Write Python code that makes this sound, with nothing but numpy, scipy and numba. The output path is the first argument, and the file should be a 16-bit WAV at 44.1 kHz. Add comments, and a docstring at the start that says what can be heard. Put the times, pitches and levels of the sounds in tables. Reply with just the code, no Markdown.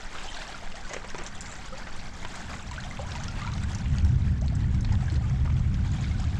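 """Shallow water laps over a pebble shore, heard close up on a small microphone: noise wash, hissing foam.
Swarms of small ringing bubbles fizz and run back over the pebbles; single air pockets plop, many upward
in pitch. Drops tick on stone as clusters of short rings, wavelets slap as spray, crack and hollow thud.
Behind them low-band noise is wind on the microphone, and resonant noise a deep rumble that swells and stays."""
import sys
import numpy as np
from scipy import signal
from scipy.fft import rfft, irfft
from scipy.io import wavfile
from scipy.ndimage import uniform_filter1d
from numba import njit

SR = 44100
rng = np.random.default_rng(int(sys.argv[2]) if len(sys.argv) > 2 else 0)


def wrap_up_sound(samples):
    """Save the sound to the file named by the first command line argument, as 16-bit audio."""
    columns = np.atleast_2d(samples).T
    # keep every value between -1 and 1, then stretch to whole-number steps
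    tamed = np.clip(columns, -1, 1)
    steps = np.round(tamed * 32767).astype(np.int16)
    wavfile.write(sys.argv[1], SR, steps)


N = 281799


def water():
    """Wavelets wash and gurgle under finer foam; quick random surges lift both."""
    # wash as the wavelets come and go, before surges: (t/s, level/dB)
    wash_levels = [(0, -44.5), (.3, -43), (.75, -46), (1.3, -46.5), (1.55, -46), (1.96, -47), (2.4, -45),
                   (2.85, -45), (3.4, -46), (3.95, -47.5), (4.27, -50.5), (4.86, -51), (5.1, -46.5),
                   (5.38, -50), (5.75, -50.5), (6.1, -48), (6.39, -48)]
    # filter responses of wash and foam: (f/Hz, level/dB)
    wash_colour = [(150, -32.5), (260, 1), (480, -5.5), (780, -1), (1100, -3.5), (1550, -2), (2200, -5),
                   (3000, -10.5), (4200, -30), (7700, -38)]
    foam_colour = [(1500, -24), (2600, -14), (3200, 5.5), (4300, 2.5), (7500, 0), (9000, -1), (15000, -5)]
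    surge_db = 0.15 * walk(9) + 1.51 * walk(45)

    body = hiss(180, 8000, 0.73)
    body += undb(-1.0) * fizz(count=3500, lo_hz=400.8, hi_hz=4944, cycles=30.0, spread_db=1.0, glide=0.0063)
    # larger pockets of air ring longer and slide up as they rise
    body += undb(-14.5) * fizz(count=250, lo_hz=544.7, hi_hz=1895, cycles=95, spread_db=3.0, glide=0.00867)
    foam = hiss(2400, 17000, 1.0)
    foam += fizz(count=5000, lo_hz=2440, hi_hz=13530, cycles=43.0, spread_db=3.0, glide=0.007)

    wash_db = curve(wash_levels)
    # foam is -51.5 dB at a wash of -46 dB and moves 1.31 dB per dB of wash
    foam_db = -51.5 + 1.31 * (wash_db + 46)
    wash = undb(wash_db + surge_db) * unit(shape(body, wash_colour))
    return wash + undb(foam_db + 1.17 * surge_db) * unit(shape(foam, foam_colour))


def hiss(lo_hz, hi_hz, flicker_db):
    """Half-octave noise bands, each flickering alone."""
    out = 0
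    for hz in np.exp(np.arange(np.log(lo_hz), np.log(hi_hz), np.log(2) / 2)):
        band = unit(svf(rng.standard_normal(N), hz, hz / 2))
        # the root of the pitch keeps the power per Hz even
        out = out + np.sqrt(hz) * undb(flicker_db * walk(6.8)) * band
    return unit(out)


def fizz(count, lo_hz, hi_hz, cycles, spread_db, glide):
    """A swarm of bubbles of many sizes, each a short ring; a few are much louder than the rest."""
    when, pitch, loud, length = rng.random((count, 4)).T
    hz = lo_hz * (hi_hz / lo_hz) ** pitch
    size = undb(-spread_db * np.log(1 - .995 * loud)) * hz
    ring_s = cycles * (.5 + length) / hz
    return unit(rings(when * N / SR, size, hz, glide * hz * length, ring_s, rise=0.00026, hold=1.13))


def backwash():
    """Thin sheets of water run back over the pebbles: dense small bubbles round one pitch swell and ebb."""
    # runs: (t/s, length/s, level/dB, f/Hz)
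    sheets = [(0.065, 0.51, -52.5, 2960), (1.397, 0.23, -51, 7300), (1.55, 0.6, -59, 4700),
              (3.34, 0.19, -50.5, 3240), (5.756, 0.86, -57, 3540)]
    width_hz, edge_s = 1100., 0.12
    t = np.arange(N) / SR
    bubbles = fizz(count=10000, lo_hz=2000, hi_hz=9160, cycles=25.0, spread_db=2.0, glide=0.0054)
    out = np.zeros(N)
    for start, length, db, hz in sheets:
        swell = np.clip(np.minimum(t - start, start + length - t) / edge_s, 0, 1)
        out += undb(db) * swell * unit(svf(bubbles, 1. * hz, width_hz))
    return out


def plops():
    """Air pockets open with a short wet smack and ring, most upward; the churning surface makes them warble."""
    # air pockets: (t/s, level/dB before the warble, f/Hz, glide/octaves per s, ring/s to -60 dB)
    pockets = [(0.15, -33, 1270, 0, .03), (.235, -41, 725, 4.5, 0.16), (0.286, -31, 3070, 3, 0.02),
               (.345, -38, 704, -1, 0.046), (0.367, -34, 1650, -12, 0.022), (.385, -37, 625, 2, 0.028),
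               (.49, -31.5, 756, -3, 0.029), (.545, -30.5, 1410, -5, 0.015), (.623, -35, 660, 5, 0.083),
               (.742, -36.5, 640, 7.5, 0.12), (.849, -32.5, 1490, 1, 0.029), (1.723, -38, 507, 4, 0.13),
               (1.726, -33, 1270, 2, 0.022), (1.82, -30.5, 1415, 11, 0.033), (2.244, -36, 564, 33, 0.044),
               (2.76, -43, 648, -2, .05), (2.713, -29, 1020, -7, 0.021), (2.779, -32.5, 1405, 19.5, 0.065),
               (2.849, -35, 700, 3.5, 0.064), (2.91, -32, 2040, 4, 0.017), (2.925, -34, 1035, 24, 0.033),
               (2.994, -30, 533, 6.5, 0.067), (3.018, -38, 590, 21, 0.079), (3.055, -40, 990, -1, .045),
               (3.152, -35.5, 925, 3.5, 0.065), (3.194, -40.5, 775, 9.5, .07),
               (3.197, -38, 1150, 25.5, 0.048), (3.284, -34, 1375, 1, 0.029), (3.388, -41, 850, -2, 0.033),
               (3.418, -35, 1156, 4.5, 0.05), (3.448, -27, 1346, 3, 0.016), (3.417, -33, 2050, 0, 0.013),
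               (3.475, -32, 2280, 15, .012), (3.528, -36, 1140, 10, .015), (3.464, -34, 893, 8, 0.086),
               (3.47, -35, 1330, 6, 0.047), (3.635, -39, 1406, 12, 0.051), (3.762, -35, 846, 11, 0.029),
               (4.05, -39, 810, 16, 0.037), (4.42, -35.5, 593, 20, 0.072), (4.523, -35, 645, 12, 0.042),
               (4.62, -36.5, 1740, 4, 0.015), (4.746, -35.5, 2200, 6, 0.011),
               (4.919, -34.5, 868, -1.5, 0.041), (4.938, -35, 940, 26, 0.025), (5.027, -35, 730, 3, 0.032),
               (5.081, -32, 1630, 8, 0.014), (5.146, -40, 400, 17, 0.14), (5.21, -38, 756, 4, .04),
               (5.225, -41, 1260, -3, 0.074), (5.335, -42, 710, 3.5, 0.098), (5.476, -28, 1190, 4, 0.0067),
               (5.648, -38, 2210, 6, 0.017), (5.86, -38, 910, 3, 0.02), (5.985, -38, 740, 9, 0.022),
               (6.0, -37, 820, 2, 0.025), (6.043, -32.5, 2250, 10, 0.016), (6.113, -33, 2160, -4, 0.016),
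               (6.146, -36, 1480, 1, .03), (6.195, -35, 706, 9, 0.035), (6.21, -45, 846, 18.5, 0.17),
               (6.352, -44, 747, 20, 0.048), (5.5, -35.5, 1200, 5, 0.0092)]
    s, db, hz, glide, ring = np.transpose(pockets)
    smack = rings(s, undb(db - 10.5), 1.7 * hz, 0 * s, 0 * s + 0.0037, rise=0.00012, hold=1.5)
    warble = undb(2.4 * walk(130) - 4)
    return smack + warble * rings(s, undb(db), hz, glide, ring, rise=0.0005, hold=2.1)


def ticks():
    """Each drop on stone bursts into a few short rings scattered round its pitch, under a broad click."""
    # drops: (t/s, level/dB of the click, f/Hz)
    drops = [(.185, -34, 2500), (.415, -32.5, 2750), (.719, -37.5, 2820), (0.344, -34, 3680),
             (0.478, -38, 5600), (0.755, -37.5, 4600), (0.8937, -36, 6400), (0.9348, -30, 6900),
             (1.102, -36, 5540), (1.1828, -34.5, 5940), (1.2376, -36.5, 7250), (1.264, -31.5, 5560),
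             (1.271, -35.5, 7200), (1.3517, -38.5, 7000), (1.4085, -29, 7300), (1.4205, -36, 7050),
             (1.459, -37.5, 4700), (1.516, -39, 7200), (1.657, -44, 6100), (1.927, -40, 4530),
             (1.964, -39.5, 8200), (1.9972, -39, 3860), (2.318, -44, 6900), (2.3563, -38, 8340),
             (2.626, -42, 7600), (2.7123, -36, 4270), (2.713, -38, 7800), (2.741, -46, 8500),
             (2.804, -35, 4270), (2.761, -36, 3030), (2.838, -34, 3180), (2.972, -35, 2630),
             (3.153, -32, 2600), (3.1183, -32.5, 3820), (3.16, -37.5, 5550), (3.2014, -39, 3830),
             (3.237, -32, 5900), (3.282, -31, 5100), (3.3103, -40.5, 4900), (3.391, -48, 4600),
             (3.399, -41, 4160), (3.417, -40, 3900), (3.518, -40, 3800), (3.4665, -38, 4070),
             (3.5367, -35.5, 3940), (3.5794, -38, 3500), (3.749, -30.5, 5940), (3.785, -37.5, 5800),
             (3.858, -33, 2200), (3.9843, -32.5, 4570), (4.0476, -36, 5500), (4.413, -40.5, 6000),
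             (4.4813, -38, 3780), (4.5528, -38, 7600), (4.7464, -42, 5400), (4.8085, -38.5, 6350),
             (4.848, -33.5, 4380), (4.9245, -41.5, 6800), (4.954, -37, 3480), (5.0998, -37, 4200),
             (5.1574, -38, 4220), (5.567, -43, 3200), (5.582, -49, 3300), (5.7447, -41.5, 3200),
             (5.9684, -41, 3400), (5.9177, -38, 6950), (6.043, -39.5, 3740), (6.199, -36.5, 5200),
             (6.2418, -37.5, 3700)]
    s, db, hz = np.transpose(drops)
    steady = 0 * s
    c = rng.random((len(s), 8)).T
    out = rings(s, undb(db - 2.0), hz, steady, steady + 0.0078, rise=0.000092, hold=1.24)
    out += rings(s, undb(db), hz, steady, steady + 0.00086, rise=.0001, hold=2.05)  # click
    for k in range(4):
        late = s + 0.0065 * c[k]
        near_hz = hz * 2 ** (1.89 * (c[k + 4] - .5))
        out += rings(late, undb(db - 3.0), near_hz, steady, steady + 0.0059, rise=0.000089, hold=1.15)
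    return out


def slaps():
    """A burst of spray, a crack if the blow is sudden, and the thud of the hollow that closes under it."""
    # wavelets on stones: (t/s, level/dB, hollow f/Hz, hollow level/dB re the slap, rise/s)
    blows = [(.135, -36, 703, -16, 0.014), (0.674, -29, 1670, -6, 0.00055), (.885, -31, 2020, -14, 0.016),
             (.933, -25, 1920, -17, 0.0023), (.911, -43, 583, 9, 0.0022), (.943, -23, 480, -7, 0.001),
             (.964, -24, 500, -7, 0.001), (1.045, -26, 520, -5, 0.0006), (1.1455, -19, 400, -5, 0.0004),
             (1.153, -29, 930, -6, 0.0012), (1.178, -28, 347, -11.5, 0.014),
             (1.47, -35.5, 1210, -18, 0.023), (1.866, -34, 1536, -9, 0.0048),
             (2.2485, -23, 774, -18.5, 0.001), (2.991, -35.5, 804, 5.5, 0.0014),
             (3.395, -40.5, 2000, -17, 0.046), (3.752, -31.5, 398, -18, 0.0012),
             (4.847, -26.5, 1900, -10, 0.00045), (4.886, -30, 686, -18, 0.0052),
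             (5.083, -30.5, 600, -33, 0.0014), (5.123, -42, 318, 12, 0.0033), (5.445, -35, 930, -9, 0.011),
             (5.49, -36, 1006, -14, .008)]
    # filter response of the spray: (f/Hz, level/dB)
    spray_colour = [(200, -8.5), (450, 0), (1500, -3.5), (2300, -5), (3500, -16), (15000, -39.5)]
    out = np.zeros(N)
    spray = unit(shape(rng.standard_normal(N), spray_colour)) * undb(3 * walk(200))
    t = np.arange(int(.15 * SR)) / SR
    for s, db, hz, hollow_db, rise in blows:
        i = int(s * SR)
        fade_s = 0.018 + 14 * rise  # to -60 dB: a slap that rises slowly also dies slowly
        fade = np.minimum(t / max(rise, .0003), 1) * 1000. ** (-np.maximum(t - rise, 0) / fade_s)
        crack = np.cos(2 * np.pi * 1200 * t) * np.exp(-t / 0.00023) * np.exp(-rise / 0.003)
        hollow = undb(hollow_db) * np.sin(2 * np.pi * hz * t)
        out[i:i + len(t)] += undb(db) * fade * (undb(-9.5) * spray[i:i + len(t)] + crack + hollow)
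    return out


def rumble():
    """Deep noise booming in fixed bands; all groups follow one swell, each between its own two levels."""
    # resonances: (f/Hz, width/Hz before boom() widens it, level/dB)
    boom_bands = [(71.6, 13.6, 1.5), (98.5, 17.4, -2), (129, 24, -1.44)]
    deep_bands = [(32.7, 18.4, -1), (50, 8.4, -19)]
    upper_bands = [(169.7, 23.6, -3.5), (191.9, 17.4, 0), (231.8, 32.5, -4.5), (270, 97, -15.5),
                   (312, 30, -15.5)]
    out = swelling(calm_db=-57.5, full_db=-23.5) * boom(boom_bands)
    out += swelling(calm_db=-55, full_db=-31) * boom(deep_bands)
    out += swelling(calm_db=-55, full_db=-37) * boom(upper_bands)
    return out


def boom(bands):
    """Noise through a few narrow resonances, each applied twice."""
    out = np.zeros(N)
    for hz, width, db in bands:
        wide = 1.43 * width  # the second pass narrows the band again
        once = svf(rng.standard_normal(N), 1. 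* hz, wide)
        out += undb(db) * unit(svf(once, 1. * hz, wide))
    return unit(out)


def swelling(calm_db, full_db):
    """Gain that moves from the calm to the full level as the rumble swells."""
    # the rumble swells up and stays: (t/s, share of the full swell)
    swell = [(0, 0), (1.2, 0.21), (2.0, 0.35), (2.35, 0.35), (2.7, 0.51), (3.05, 0.58), (3.6, 0.78),
             (4.05, 1), (4.7, 1.01), (5.1, 0.93), (5.4, 1), (6.39, 0.9)]
    return undb(calm_db + (full_db - calm_db) * curve(swell))


def wind():
    """Air pressing on the diaphragm, as noise round 10 Hz; its level falls while the rumble's level rises."""
    push = svf(svf(rng.standard_normal(N), 10.8, 7.1), 8.0, 23.0)
    return swelling(calm_db=-33, full_db=-45) * unit(push)


def undb(db):
    """Decibels to gain."""
    return 10 ** (np.asarray(db) / 20)


def unit(x):
    """Scale to rms 1."""
    return x / np.sqrt(np.mean(x ** 2))


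def curve(table):
    """The second column of a table against time, one value per sample."""
    s, value = np.transpose(table)
    return np.interp(np.arange(N) / SR, s, value)


def walk(rate):
    """Random levels held 1 / rate s and smoothed twice; rms 1."""
    k = int(SR / rate)
    steps = np.repeat(rng.standard_normal(N // k + 1), k)
    return unit(uniform_filter1d(uniform_filter1d(steps, k), k)[:N])


def shape(x, colour):
    """Filter by a response of (f/Hz, level/dB) points."""
    hz, db = np.transpose(colour)
    # margins that carry the slope on keep the two ends apart
    edge = SR // 2
    margins = [(0, 0)] * (x.ndim - 1) + [(edge, edge)]
    wide = np.pad(x, margins, mode="reflect", reflect_type="odd")
    f = np.maximum(np.fft.rfftfreq(N + 2 * edge, 1 / SR), 1)
    gain = undb(np.interp(np.log(f), np.log(hz), db))
    return irfft(rfft(wide) * gain, N + 2 * edge)[..., edge:edge + N]


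@njit
def svf(x, hz, width):
    """State-variable band-pass, gain 1 at the centre."""
    y, band, low = np.empty(len(x)), 0., 0.
    g, k = np.tan(np.pi * hz / SR), width / hz
    for i in range(len(x)):
        v = (band + g * (x[i] - low)) / (1 + g * (g + k))
        band, low, y[i] = 2 * v - band, low + 2 * g * v, k * v
    return y


@njit
def rings(s, size, hz, glide, ring, rise, hold):
    """Gliding sines, cut off at -60 dB after ring seconds; a larger hold delays the decay."""
    out = np.zeros(N)
    for k in range(len(s)):
        start, phase, f = int(s[k] * SR), 0., hz[k]
        up, span = 2 ** (glide[k] / SR), ring[k] * SR
        for i in range(min(int(span), N - start)):
            fade = min((i + 1) / (rise * SR), 1.) * 1000. ** -(i / span) ** hold
            out[start + i] += size[k] * np.sin(phase) * fade
            phase += 2 * np.pi * min(f, .45 * SR) / SR
            f *= up
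    return out


def scene():
    """Near events get a short scatter from the stones around them; the other layers stay dry."""
    near = plops() + ticks() + slaps()
    t = np.arange(int(.08 * SR)) / SR
    scatter = rng.standard_normal(len(t)) * 1000. ** (-t / 0.25)
    scatter /= np.sqrt(np.sum(scatter ** 2))
    near = near + undb(-9.5) * signal.fftconvolve(near, scatter)[:N]
    return (water() + backwash() + near + rumble() + wind())[None]


def record(dry):
    """The small microphone fades above its port resonance; the recorder rounds loud peaks and cuts the top."""
    # microphone response: (f/Hz, level/dB)
    microphone = [(4, -1.5), (7700, 1), (8700, -8), (11000, -18), (15000, -29.5), (22050, -50.5)]
    rounded = np.tanh(3 * shape(dry, microphone)) / 3
    top_cut = signal.ellip(8, .2, 70, 15300, fs=SR, output="sos")  # low-pass at 15300 Hz
    return signal.sosfilt(top_cut, rounded)


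dry = scene()
out = record(dry)
wrap_up_sound(out)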